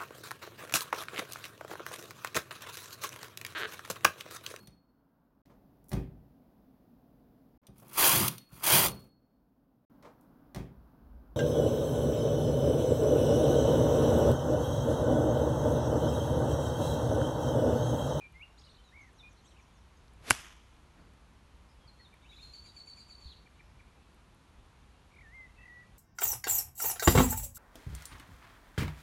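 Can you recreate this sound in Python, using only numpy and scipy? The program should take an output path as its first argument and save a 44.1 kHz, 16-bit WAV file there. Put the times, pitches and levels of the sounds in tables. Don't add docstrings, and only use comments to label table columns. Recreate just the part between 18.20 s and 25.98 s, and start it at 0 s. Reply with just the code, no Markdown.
import sys
import numpy as np
from scipy import signal
from scipy.fft import rfft, irfft
from scipy.io import wavfile
from scipy.ndimage import uniform_filter1d, map_coordinates

SR = 44100
rng = np.random.default_rng(int(sys.argv[2]) if len(sys.argv) > 2 else 0)


def master_out(mix):
    frames = np.transpose(np.atleast_2d(mix))
    ceiling = np.clip(frames, -1, 1)
    pcm = np.round(ceiling * 32767).astype(np.int16)
    wavfile.write(sys.argv[1], SR, pcm)


N = 343098
TIME = np.arange(N) / SR
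IMPACT_S = 2.1067


def from_db(db):
    return 10 ** (np.asarray(db) / 20)


def rms_one(x):
    return x / np.sqrt(np.mean(x ** 2) + 1e-20)


def level(rows):
    rows = np.array(rows)
    inside = uniform_filter1d(1. * ((TIME >= rows[0, 0]) & (TIME <= rows[-1, 0])), size=300)
    return inside * from_db(np.interp(TIME, rows[:, 0], rows[:, -1]))


def pitch(rows):
    rows = np.array(rows)
    return np.interp(TIME, rows[:, 0], rows[:, 1])


def filtered(x, hz, kind, order=2):
    sections = signal.butter(order, np.clip(hz, 10, .45 * SR), kind, fs=SR, output="sos")
    return signal.sosfilt(sections, x + 1e-18)


def drift(rate):
    points = rng.standard_normal(8000)
    return rms_one(map_coordinates(points, [TIME * rate], order=2, mode="wrap"))


def noise(colour):
    hz, db = np.transpose(colour)
    bins_hz = np.maximum(np.fft.rfftfreq(N, 1 / SR), 1)
    gains = from_db(np.interp(np.log(bins_hz), np.log(hz), db))
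    return rms_one(irfft(rfft(rng.standard_normal(N)) * gains, N))


def dying(start, decay_s):
    return (TIME >= start) * np.exp(-np.log(1000) * np.clip((TIME - start) / decay_s, 0, 10))


def swell(start, rise_s, decay_s, hold_s=0):
    before, after = np.maximum(start - TIME, 0), np.maximum(TIME - start - hold_s, 0)
    return np.exp(-np.minimum(before / rise_s + np.log(1000) * after / decay_s, 60))


def ring(start, hz, db, decay_s):
    return from_db(db) * dying(start, decay_s) * np.sin(2 * np.pi * hz * (TIME - start))


def tone(hz):
    return np.sqrt(2) * np.sin(2 * np.pi * np.cumsum(hz) / SR)


def add_note(out, start, length, first_hz, middle_hz, last_hz, db, rough=0, fade=.35, swell_db=0):
    count, at = int(length * SR), max(int(start * SR), 0)
    along = np.linspace(0, 1, count)
    bend = np.polyfit([0, .5, 1], [first_hz, middle_hz, last_hz], 2)
    tremble = map_coordinates(rng.standard_normal(128), [along * length * 450], order=2, mode="wrap")
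    note = tone(np.polyval(bend, along) * (1 + rough * tremble)) * signal.windows.tukey(count, fade)
    out[at:at + count] += (from_db(db + swell_db * (along - .5)) * note)[:N - at]


def among_trees(x, echo_db, decay_s, above_hz=3100):
    scatter = filtered(rng.standard_normal(N) * dying(.0056, decay_s), above_hz, "high")[:SR]
    return x + from_db(echo_db) * signal.fftconvolve(x, scatter / np.linalg.norm(scatter))[:N]


def outdoors():
    # pitch_hz, level_db
    hush_colour = [(13, -42.5), (22, -17), (42, -3), (60, 2), (91, -7), (206, -14), (357, -19.5),
                   (621, -23), (996, -20), (1920, -28), (2310, -27.5), (3810, -31.5), (4400, -33),
                   (4950, -36.5), (5800, -37), (6900, -38), (7700, -41), (9200, -40), (10400, -42.5),
                   (11500, -41.5), (12200, -45), (15300, -72)]
    # start_s, level_db
    soft_bumps = [(0.534, -60), (3.342, -50), (5.055, -39.5)]
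    hush = from_db(-59) * noise(hush_colour)
    lumps = filtered(hush, 108.2, "low", order=1) * (from_db(2 * drift(14)) - 1)
    bumps = sum(ring(start, hz=66, db=db, decay_s=.15) for start, db in soft_bumps)
    return hush + lumps + filtered(bumps, 160, "low")


def near_birds():
    flutter = from_db(.67 * drift(90))
    clear = among_trees((pure_notes() + buzzes()) * flutter, echo_db=-6, decay_s=.45)
    ticking = among_trees(ticks(), echo_db=-4, decay_s=.9, above_hz=2100)
    scratchy = scratchy_notes() * from_db(1.5 * drift(260))
    return clear + ticking + among_trees(scratchy, echo_db=-4, decay_s=.5, above_hz=2600)


def pure_notes():
    # time_s, pitch_hz, level_db
    phrases = [
        [(0.14, 2038, -70), (0.162, 2094, -56), (0.194, 2170, -68), (0.212, 2230, -54), (0.234, 2894, -50.5),
         (0.258, 2554, -68)],
        [(0.715, 1650, -74), (0.735, 2020, -63), (0.77, 2280, -58.5), (0.812, 2237, -58), (0.875, 1970, -69),
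         (0.905, 1660, -71)],
        [(7.025, 1940, -65), (7.071, 1750, -60.5), (7.112, 1860, -66), (7.148, 2127, -54.5),
         (7.21, 2070, -52.5), (7.255, 2010, -57.5), (7.28, 1890, -72)],
        [(7.495, 1925, -56), (7.54, 1950, -58), (7.57, 1945, -54), (7.629, 1954, -56.5), (7.644, 1750, -70)],
    ]
    quiver_depths = [.008, .024, .002, .003]
    # start_s, length_s, pitch_hz, level_db, sag_share, rough_share
    whistles = [(0, 0.081, 2415, -53.5, 0.022, 0.018), (.468, .022, 2950, -66, .03, .01),
                (.577, .04, 3080, -67, -0.012, 0.01), (0.627, 0.09, 3870, -70, 0.044, .025),
                (1.022, 0.075, 2447, -57, -0.0071, 0.01), (1.16, 0.057, 4100, -73, .01, 0.07),
                (3.478, .06, 5080, -77.5, .026, 0.04), (3.597, 0.079, 3270, -73, 0.019, 0),
                (3.784, 0.063, 4310, -64.5, 0.018, 0), (3.794, 0.026, 1930, -63, .026, 0.02),
                (7.356, 0.11, 2630, -64, -0.0088, 0.02)]
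    # start_s, middle_hz, level_db, curl_share
    swoops = [(.98, 3640, -59.5, .01), (3.665, 4200, -61, .08), (3.836, 3620, -62, 0.071)]
    out, lift_db = np.zeros(N), 1
    waver = 1 + .0025 * drift(220)
    vibrato = tone(hz=66 * (1 + .4 * drift(90)))
    for phrase, depth in zip(phrases, quiver_depths):
        quiver = depth * vibrato
        gain = from_db(lift_db - 84 * quiver) * level(phrase)
        out += gain * tone((waver + quiver) * pitch(phrase))
    for start, length, hz, db, sag, rough in whistles:
        add_note(out, start, length, hz * (1 + sag), hz, hz * (1 - sag), db, rough=rough, fade=.5)
    for start, hz, db, curl in swoops:
        add_note(out, start, .05, 1.25 * hz, hz, hz * (1 + curl), db, rough=.005, fade=.8)
    return out


def distant_birds(count=30, lowest_hz=2300, highest_hz=6000):
    out = np.zeros(N)
    for when, height, slope in rng.random((count, 3)):
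        hz = lowest_hz * (highest_hz / lowest_hz) ** height
        glide = .2 * (slope - .5)
        bend = hz * (1 + glide), hz, hz * (1 - glide)
        add_note(out, when * N / SR, .07, *bend, db=-82 - 4 * height, rough=.012)
    return among_trees(out, echo_db=1.5, decay_s=.6, above_hz=2000)


def clicks(decay_s=.0075):
    # start_s, level_db, pitch_hz
    bursts = [(.124, -64, 10000), (.931, -62, 10000), (1.131, -64, 10000), (1.881, -56, 4200),
              (1.935, -61, 10000), (2.332, -59.5, 9500), (2.366, -57.5, 7500), (2.935, -61, 10030),
              (3.941, -61, 10000), (5.946, -62.5, 10000), (6.147, -63, 10000), (6.952, -60, 10000)]
    out, age = np.zeros(N), TIME[:SR // 20]
    for start, db, hz in bursts:
        burst = rms_one(filtered(rng.standard_normal(len(age)), [.85 * hz, 1.2 * hz], "band"))
        at = int(start * SR)
        out[at:at + len(age)] += burst * from_db(db - 60 * age / decay_s)
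    return out


def scratchy_notes():
    # start_s, length_s, foot_hz, top_hz, level_db
    twitters = [(0.374, 0.049, 3400, 5980, -63.5), (0.436, 0.035, 3600, 5100, -61),
                (0.488, 0.034, 3350, 4700, -63), (0.54, 0.035, 3440, 4600, -66),
                (1.24, 0.09, 2900, 4480, -69.5), (1.24, 0.065, 6950, 8760, -74.5),
                (1.361, .028, 2350, 3020, -66)]
    # start_s, length_s, first_hz, middle_hz, last_hz, level_db
    overtones = [(0.376, .026, 6800, 7900, 8600, -78), (.37, .06, 6800, 6600, 6450, -76),
                 (.44, .025, 8500, 8600, 8450, -79), (.488, .03, 8600, 8450, 8400, -80)]
    # start_s, top_hz, level_db, after_note_hz
    climb = [(4.013, 3700, -70, 2980), (4.087, 3900, -61, 3480), (4.156, 4000, -59, 3680)]
    out = np.zeros(N)
    for start, length, foot, top, db in twitters:
        rise_s, fall_s = .66 * length, .26 * length
        add_note(out, start, rise_s, foot, (foot + top) / 2, top, db, rough=.02, fade=.5, swell_db=-6)
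        add_note(out, start + length - fall_s, fall_s, top, 1.15 * foot, foot, db - 1, rough=.025)
    for note in overtones:
        add_note(out, *note, rough=.015)
    for start, top, db, after_hz in climb:
        add_note(out, start, .04, .9 * top, top, .9 * top, db, rough=.02)
        add_note(out, start + .034, .034, .97 * after_hz, after_hz, after_hz, db - 1, rough=.012)
        add_note(out, start + .022, .036, *np.linspace(2100, 2810, 3), db=-65, rough=.018)
    return out


def far_bird():
    # start_s, level_db
    calls = [(.64, -78), (.787, -77), (.932, -77), (1.081, -74.5), (1.231, -73.5), (1.381, -75),
             (1.528, -76), (1.745, -82)]
    # length_s, first_hz, middle_hz, last_hz
    note = (.064, 7100, 6250, 5050)
    out = np.zeros(N)
    for start, db in calls:
        add_note(out, start, *note, db, rough=.014, fade=.43, swell_db=4)
    flutter = from_db(-3 + 3 * drift(110))
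    return among_trees(out * flutter, echo_db=-.5, decay_s=.5)


def ticks(hold_s=.017, fall_s=.01099, held_hz=2373):
    # start_s, level_db
    calls = [(1.387, -65.5), (3.927, -63), (5.258, -63), (5.392, -60.5), (5.591, -62)]
    out = np.zeros(N)
    fall_hz = np.linspace(held_hz + 200, 1530, 3)
    for start, db in calls:
        add_note(out, start, hold_s, held_hz, held_hz, held_hz, db - 1, rough=.017, swell_db=5)
        add_note(out, start + .6 * hold_s, fall_s, *fall_hz, db - 3, rough=.02)
    return out


def swish(peak_s=2.098, rounding_s=.016, fall_db_per_s=335):
    # pitch_hz, level_db
    air_colour = [(100, -8), (400, 1.5), (1000, -0.5), (2500, -1), (5000, -7), (8000, -11.5),
                  (11500, -10.5)]
    away_s = np.hypot(TIME - peak_s, rounding_s) - rounding_s
    gain = from_db(-41 - fall_db_per_s * np.minimum(away_s, 1))
    speed = (gain / gain.max()) ** .36
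    air = noise(air_colour)
    dull_air = filtered(air, 1000, "low", order=1)
    return gain * (speed * air + 1.16 * (1 - speed) * dull_air)


def strike():
    # start_s, level_db, lowest_hz, decay_s
    turf_touches = [(2.1027, -13, 7000, .005), (2.1035, -22, 3500, .03), (2.1163, -24, 1200, .012)]
    # pitch_hz, level_db
    snap_colour = [(700, -35), (1500, -8), (3300, -7), (4100, 3), (4700, 0), (5600, -4), (9500, -.5),
                   (11000, -2), (12000, -20)]
    # pitch_hz, level_db, decay_s
    head_tones = [(4240, -17, .012), (4468, -35, .06), (5290, -27, .014), (6860, -32, .025),
                  (7310, -33, .04), (8100, -19, .003), (8585, -31, .035), (9850, -24.5, .035),
                  (10300, -14, .003), (11000, -30, .03)]
    # pitch_hz, level_db, decay_s
    ball_tones = [(900, -13, 0.0045), (1090, -18, 0.011), (1555, -6, 0.01), (2010, -12, 0.0089),
                  (2280, -11.5, 0.011), (2710, -14, 0.018), (2999, -20, 0.013)]
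    # delay_s, pitch_hz, level_db, decay_s
    ground_tones = [(0.0008, 116, -28, .072), (0, 255, -34, .069), (-.0005, 350, -19, 0.02),
                    (-.0006, 532, -28.5, 0.016), (.0016, 612, -22.5, .0157)]
    turf = np.zeros(N)
    for start, db, lowest_hz, decay_s in turf_touches:
        brush = filtered(rng.standard_normal(N), [lowest_hz, 11300], "band")
        turf += brush * from_db(db) * dying(start, decay_s)
    snap = noise(snap_colour) * from_db(-10.3) * dying(IMPACT_S + .0002, decay_s=.0085)
    head = from_db(.1) * sum(ring(IMPACT_S, *row) * (-1) ** k for k, row in enumerate(head_tones))
    ball = sum(ring(IMPACT_S + .00088, *row) for row in ball_tones)
    ball = filtered(ball, 3050, "low", order=10)
    ball = filtered(ball, 820, "high", order=7)
    thud = sum(ring(IMPACT_S + delay, hz, db, decay_s) for delay, hz, db, decay_s in ground_tones)
    return turf + snap + head + ball + filtered(thud, 41, "high")


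def spray():
    # pitch_hz, level_db
    shower_colour = [(300, -15.5), (1000, -1.5), (2800, 0.5), (4200, -7), (6000, -3), (9000, -7.5),
                     (11500, -8.5)]
    patter = from_db(-39.5 + 1.8 * drift(500))
    return patter * noise(shower_colour) * dying(IMPACT_S + .0184, decay_s=.38)


def wood_echo():
    # delay_s, level_db, decay_s
    echoes = [(.08, -50, .28), (.136, -55, .2), (.162, -53.5, 0.32), (.213, -59, .15), (.25, -67, 1.6)]
    # pitch_hz, level_db
    echo_colour = [(200, -6), (600, -9), (1200, -1), (2300, -1.5), (3350, 0.5), (3900, -12.5), (4700, -11),
                   (6200, -6), (7800, -17.5), (11500, -21)]
    power = sum((from_db(db) * swell(IMPACT_S + delay, rise_s=.016, decay_s=decay_s)) ** 2
                for delay, db, decay_s in echoes)
    return np.sqrt(power) * noise(echo_colour) * from_db(1.8 * drift(300))


def far_echo():
    # pitch_hz, level_db
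    echo_colour = [(60, -12), (170, 1.5), (400, -7), (800, -14), (1400, -12), (3000, -26), (8000, -45)]
    return from_db(-61) * noise(echo_colour) * swell(start=2.78, rise_s=.025, decay_s=.9)


def trill():
    # start_s, whistle_hz, whistle_db, side_db
    syllables = [(4.218, 4200, -53.5, -70), (4.331, 4485, -54, -67), (4.449, 4620, -58.5, -63.5),
                 (4.558, 4466, -52, -63.5), (4.669, 4490, -52.5, -64), (4.771, 4644, -57.5, -64.5),
                 (4.89, 4490, -57, -66), (5.006, 4450, -57.5, -70)]
    # delay_s, length_s, first_hz, middle_hz, last_hz, level_db, rough_share
    side_notes = [(-.002, .026, 2750, 2330, 2300, -3.5, .022), (.014, .045, 4350, 4150, 3950, 1, .025),
                  (-.014, .05, 7450, 7000, 6650, -7.5, .018), (-.016, .036, 9750, 9250, 9050, -15, .014),
                  (.008, .024, 9200, 10100, 9900, -14, .025), (.011, .022, 6000, 7250, 8000, -7, .028),
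                  (.03, .02, 8250, 8600, 8600, -11, .015)]
    # start_s, length_s, first_hz, middle_hz, last_hz, level_db
    slides = [(5.052, .04, 4600, 4050, 3000, -60), (5.095, .048, 4400, 3750, 2600, -59.5)]
    # time_s, level_db
    haze_curve = [(3.95, -97), (4.12, -67), (4.26, -66), (4.7, -73), (5.12, -70.5), (5.3, -89)]
    # pitch_hz, level_db
    haze_colour = [(1500, -24), (2600, 4), (4300, 6), (5400, -6), (6900, 7), (8000, -11), (9300, -5),
                   (10500, -8), (11800, -4)]
    whistles, sides = np.zeros(N), np.zeros(N)
    for start, hz, whistle_db, side_db in syllables:
        bend = 1.015 * hz, .998 * hz, hz
        add_note(whistles, start + .002, .07, *bend, whistle_db, rough=.009, fade=.2, swell_db=-1)
        for delay, length, *side_hz, note_db, rough in side_notes:
            stretch, stress_db = rng.normal([1, 0], [.012, 1])
            bend = stretch * np.array(side_hz)
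            add_note(sides, start + delay, length, *bend, side_db + note_db + stress_db, rough=rough)
    for slide in slides:
        add_note(sides, *slide, rough=.045, swell_db=-7)
    whistles += rasp()
    throb = from_db(-2.5 + 2 * drift(150) + 2 * tone(hz=85 + 10 * drift(18)))
    surge = uniform_filter1d(sum(dying(start, decay_s=.4) for start, *_ in syllables), size=800)
    haze = level(haze_curve) * noise(haze_colour) * (.62 + .67 * surge)
    flutter = from_db(-1.5 + 2 * drift(300))
    blurred_sides = among_trees(sides * flutter, echo_db=-4.5, decay_s=.27)
    return among_trees(whistles * throb, echo_db=-3, decay_s=.54) + blurred_sides + haze


def rasp(start=5.06, first_hz=4700, sag_hz_per_s=6500, spread_hz=450):
    top_hz = first_hz - sag_hz_per_s * np.clip(TIME - start, 0, .2)
    gain = from_db(-57.5) * swell(start, rise_s=.012, hold_s=.06, decay_s=.067)
    return gain * tone(top_hz - spread_hz * np.abs(drift(500)))


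def buzzes(count=5, spacing_s=.0238, length_s=.02, swell_db=10):
    # start_s, first_hz, last_hz, sweep_hz, last_level_db
    runs = [(6.911, 2330, 2140, 490, -57.5), (7.381, 1940, 1984, -170, -54)]
    out = np.zeros(N)
    for start, first_hz, last_hz, sweep_hz, last_db in runs:
        for k, along in enumerate(np.linspace(0, 1, count)):
            hz = first_hz + (last_hz - first_hz) * along ** 2
            sweep = hz - sweep_hz / 2, hz, hz + sweep_hz / 2
            db = last_db - swell_db * (1 - along) ** 2
            add_note(out, start + k * spacing_s, length_s, *sweep, db, fade=.58)
    return out


def scene():
    shot = swish() + strike() + spray() + wood_echo() + far_echo()
    return (shot + near_birds() + trill() + far_bird() + outdoors() + distant_birds() + clicks())[None]


def record(dry):
    ceiling, cutoff_hz = .7, 12450
    rounded = ceiling * np.tanh(dry / ceiling)
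    return signal.sosfilt(signal.cheby2(16, 50, cutoff_hz, fs=SR, output="sos"), rounded)


dry = scene()
out = record(dry)
master_out(out)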